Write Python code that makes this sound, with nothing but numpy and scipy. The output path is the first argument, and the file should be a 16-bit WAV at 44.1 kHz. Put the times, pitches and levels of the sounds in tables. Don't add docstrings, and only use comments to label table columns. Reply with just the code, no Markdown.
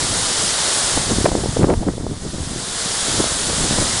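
import sys
import numpy as np
from scipy import signal
from scipy.fft import rfft, irfft
from scipy.io import wavfile
from scipy.ndimage import uniform_filter1d

SR = 44100
rng = np.random.default_rng(int(sys.argv[2]) if len(sys.argv) > 2 else 0)


def unload_audio(sound):
    columns = np.transpose(np.atleast_2d(sound))
    steps = np.round(np.clip(columns, -1, 1) * 32767)
    wavfile.write(sys.argv[1], SR, steps.astype(np.int16))


N = 176400
CUTOFF_HZ = 11600


def from_db(db):
    return 10 ** (np.asarray(db) / 20)


def unit_rms(x):
    return x / np.sqrt(np.mean(x ** 2) + 1e-20)


def in_time(rows):
    return np.interp(np.arange(N) / SR, *np.transpose(rows))


def drift(rate_hz):
    hop, settling = 40, 2000
    pole = np.exp(-2 * np.pi * rate_hz * hop / SR)
    noise = rng.standard_normal(N // hop + settling + 2)
    slow = signal.lfilter([1], [1, -2 * pole, pole * pole], noise)[settling:]
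    return np.interp(np.arange(N) / hop, np.arange(len(slow)), unit_rms(slow))


def resonance(x, hz, width_hz):
    r = np.exp(-np.pi * width_hz / SR)
    return signal.lfilter([1 - r, 0, r - 1], [1, -2 * r * np.cos(2 * np.pi * hz / SR), r * r], x + 1e-18)


def low_pass(x, hz):
    return signal.sosfilt(signal.butter(2, hz, fs=SR, output="sos"), x)


def evened(x, span_s):
    return x / np.sqrt(uniform_filter1d(x ** 2, int(span_s * SR)) + 1e-12)


def patchy_noise(spectrum, flicker_db, rate_hz, bands=18):
    hz = np.maximum(np.arange(N // 2 + 1) * SR / N, 1)
    points_hz, db = np.transpose(spectrum)
    colour = from_db(np.interp(np.log(hz), np.log(points_hz), db))
    bins = rfft(rng.standard_normal(N)) * colour * (hz > 10)
    band = np.searchsorted(np.geomspace(60, CUTOFF_HZ, bands)[:-1], hz)
    layers = (irfft(bins * (band == k), N) * from_db(flicker_db * drift(rate_hz)) for k in range(bands))
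    return unit_rms(sum(layers))


def spray(drops_per_s=2000, spread_db=2, q=2.85, pitch_count=20):
    sizes = from_db(spread_db * np.minimum(rng.exponential(1, N), 5)) * rng.choice([-1, 1], N)
    impulses = sizes * (rng.random(N) < drops_per_s / SR)
    pitch_index = rng.integers(0, pitch_count, N)
    pitches_hz = np.geomspace(600, 9000, pitch_count)
    rings = (resonance(impulses * (pitch_index == k), hz, hz / q) for k, hz in enumerate(pitches_hz))
    return unit_rms(sum(rings))


# t/s, relative level/dB
RUSH_ENVELOPE = [(0, -19.5), (0.1, -22), (0.16, -21), (0.45, -20), (0.7, -19.5), (0.97, -20), (1.01, -21.5),
                 (1.26, -25), (1.31, -29), (1.57, -30.0), (1.65, -34.0), (1.79, -38), (2.05, -40),
                 (2.35, -34.0), (2.62, -28.5), (2.8, -24.5), (3.0, -21.5), (3.2, -21), (3.38, -22.5),
                 (3.75, -21), (3.98, -21.5)]
# f/Hz, relative level/dB
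RUSH_SPECTRUM = [(30, -18), (80, -2), (200, -2), (400, 3.5), (650, 3.5), (1000, 3), (1400, 2.6),
                 (2000, 0.25), (2400, -4), (2750, -2.5), (3050, 1.5), (3450, 4), (4500, 4), (5200, 4.3),
                 (5900, 2.5), (7000, 4), (9000, 4), (10100, 3), (10550, -1.5), (11000, -13.5),
                 (11600, -30.5)]


def cascade():
    rush = from_db(1.16) * patchy_noise(RUSH_SPECTRUM, flicker_db=0.62, rate_hz=15)
    drops = from_db(-13) * low_pass(spray(), hz=7850)
    surge_db = 0.25 * drift(rate_hz=6.7)
    return (rush + drops) * from_db(in_time(RUSH_ENVELOPE) + surge_db)


# t/s, relative level/dB
RUMBLE_ENVELOPE = [(0, -30), (0.13, -28.5), (0.3, -33.5), (0.8, -39), (0.97, -31.5), (1.15, -21.5),
                   (1.4, -23.5), (1.53, -28), (1.65, -16.5), (1.85, -29.5), (1.95, -27.5), (2.15, -28.5),
                   (2.55, -28.5), (2.63, -35.5), (3.0, -35.5), (3.17, -23), (3.38, -31.5), (3.6, -23.5),
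                   (3.8, -23), (4.0, -32)]
# f/Hz, relative level/dB
RUMBLE_SPECTRUM = [(15, -3.5), (28, 0.5), (50, -3), (78, -4), (110, -2.5), (160, -6.5), (240, -6.5),
                   (370, -14.5), (600, -18.5), (1000, -25), (2000, -33), (4000, -73)]


def wind_rumble(lump_db=4.5, lump_rate_hz=38, gain_db=-1.5):
    air = patchy_noise(RUMBLE_SPECTRUM, flicker_db=1.0, rate_hz=lump_rate_hz)
    lumps = from_db(lump_db * drift(lump_rate_hz))
    return evened(air * lumps, span_s=0.094) * from_db(gain_db + in_time(RUMBLE_ENVELOPE))


# middle t/s, half duration/s, level/dB, centre f/Hz
EDDIES = [(0.083, 0.02, -28.5, 300), (0.438, 0.02, -24.5, 169), (0.505, 0.013, -33, 40),
          (0.853, 0.021, -35, 32), (0.967, 0.015, -19, 37.8), (0.975, 0.012, -17.5, 179),
          (1.113, 0.018, -16, 273), (1.184, 0.015, -25, 180), (1.247, 0.0077, -13, 210),
          (1.26, 0.0071, -7, 593), (1.287, 0.021, -18.5, 226), (1.372, 0.057, -23.5, 220),
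          (1.44, 0.0072, -17.5, 290), (1.491, 0.0078, -17.5, 122), (1.57, 0.0056, -12, 223),
          (1.596, 0.011, -13.5, 231), (1.622, 0.022, -12, 250), (1.639, 0.02, -16, 120),
          (1.644, 0.0079, -7, 274), (1.669, 0.012, -17.5, 169), (1.704, 0.033, -13, 327),
          (1.738, 0.012, -15.5, 272), (1.785, 0.032, -16.5, 35.7), (1.817, 0.018, -20.5, 162),
          (1.833, 0.0094, -23, 330), (1.88, 0.026, -14, 211), (1.982, 0.014, -36, 230),
          (2.04, 0.011, -20.5, 180), (2.113, 0.036, -22.5, 131), (2.258, 0.021, -25, 213),
          (2.34, 0.022, -30.5, 200), (2.418, 0.033, -23, 49.7), (2.565, 0.029, -27.5, 168),
          (2.86, 0.009, -27, 100), (3.137, 0.019, -32, 190), (3.206, 0.015, -15.5, 270),
          (3.497, 0.016, -21, 253), (3.609, 0.019, -22, 187), (3.661, 0.014, -24, 220),
          (3.779, 0.015, -24.5, 350), (3.822, 0.016, -19.5, 293)]


def wind_buffets():
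    out, t = np.zeros(N), np.arange(N) / SR
    for middle_s, half_s, db, hz in EDDIES:
        near = np.abs(t - middle_s) < 0.15
        noise = rng.standard_normal(SR)[:near.sum()]
        eddy = low_pass(resonance(noise, hz, width_hz=1.08 * hz), hz=2.13 * hz)
        swell = np.exp(-2 * ((t[near] - middle_s) / half_s) ** 2)
        out[near] += from_db(db) * evened(eddy, span_s=2 * half_s) * swell
    return out


def vortex_pulse(middle_s, peak_db, hz, softness=3.9):
    phase = 2 * np.pi * hz * (np.arange(N) / SR - middle_s)
    near = np.abs(phase) < 20
    swing = -phase[near] / (1 + phase[near] ** 2 / (2 * softness)) ** softness
    out = np.zeros(N)
    out[near] = from_db(peak_db) * swing / np.abs(swing).max()
    return out


def wind_knocks(knocks_per_s=45, centre_hz=220):
    out, wind_db = np.zeros(N), in_time(RUMBLE_ENVELOPE)
    for when, weakness, pitch in rng.random((int(knocks_per_s * N / SR), 3)):
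        peak_db = wind_db[int(when * N)] + 4.5 - weakness
        hz = centre_hz * 2 ** (2 * pitch - 1)
        out += vortex_pulse(when * N / SR, peak_db, hz)
    return out


# t/s, peak level/dB, characteristic f/Hz
VORTICES = [(0.975, -7.5, 476), (1.186, -6, 248), (1.26, -7.5, 710), (1.264, -12, 880), (1.292, -13, 640),
            (1.318, -9.5, 550), (1.353, -3.5, 463), (1.46, -8.5, 380), (1.57, -6, 560), (1.595, -4.5, 220),
            (1.632, -10, 1300), (1.643, -4, 470), (1.701, -15, 1700), (1.704, -4, 550), (1.739, -12, 470),
            (1.739, -18, 1800), (1.886, -13, 900), (1.981, -15.5, 394), (2.067, -12, 483),
            (2.113, -15, 252), (2.562, -20, 342), (3.085, -14.5, 400), (3.242, -10.5, 536),
            (3.501, -11, 340), (3.711, -11, 250), (3.786, -7.5, 470)]


def wind_pops():
    return sum(vortex_pulse(middle_s, peak_db, hz) for middle_s, peak_db, hz in VORTICES)


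def scene():
    pressure = cascade() + wind_rumble() + wind_buffets() + wind_knocks() + wind_pops()
    return np.tile(pressure, (2, 1))


def record(dry):
    overload = 0.61
    clipped = dry / (1 + (dry / overload) ** 8) ** (1 / 8)
    treble_cut = signal.ellip(12, 0.1, 90, CUTOFF_HZ, fs=SR, output="sos")
    return signal.sosfilt(treble_cut, clipped)


dry = scene()
out = record(dry)
unload_audio(out)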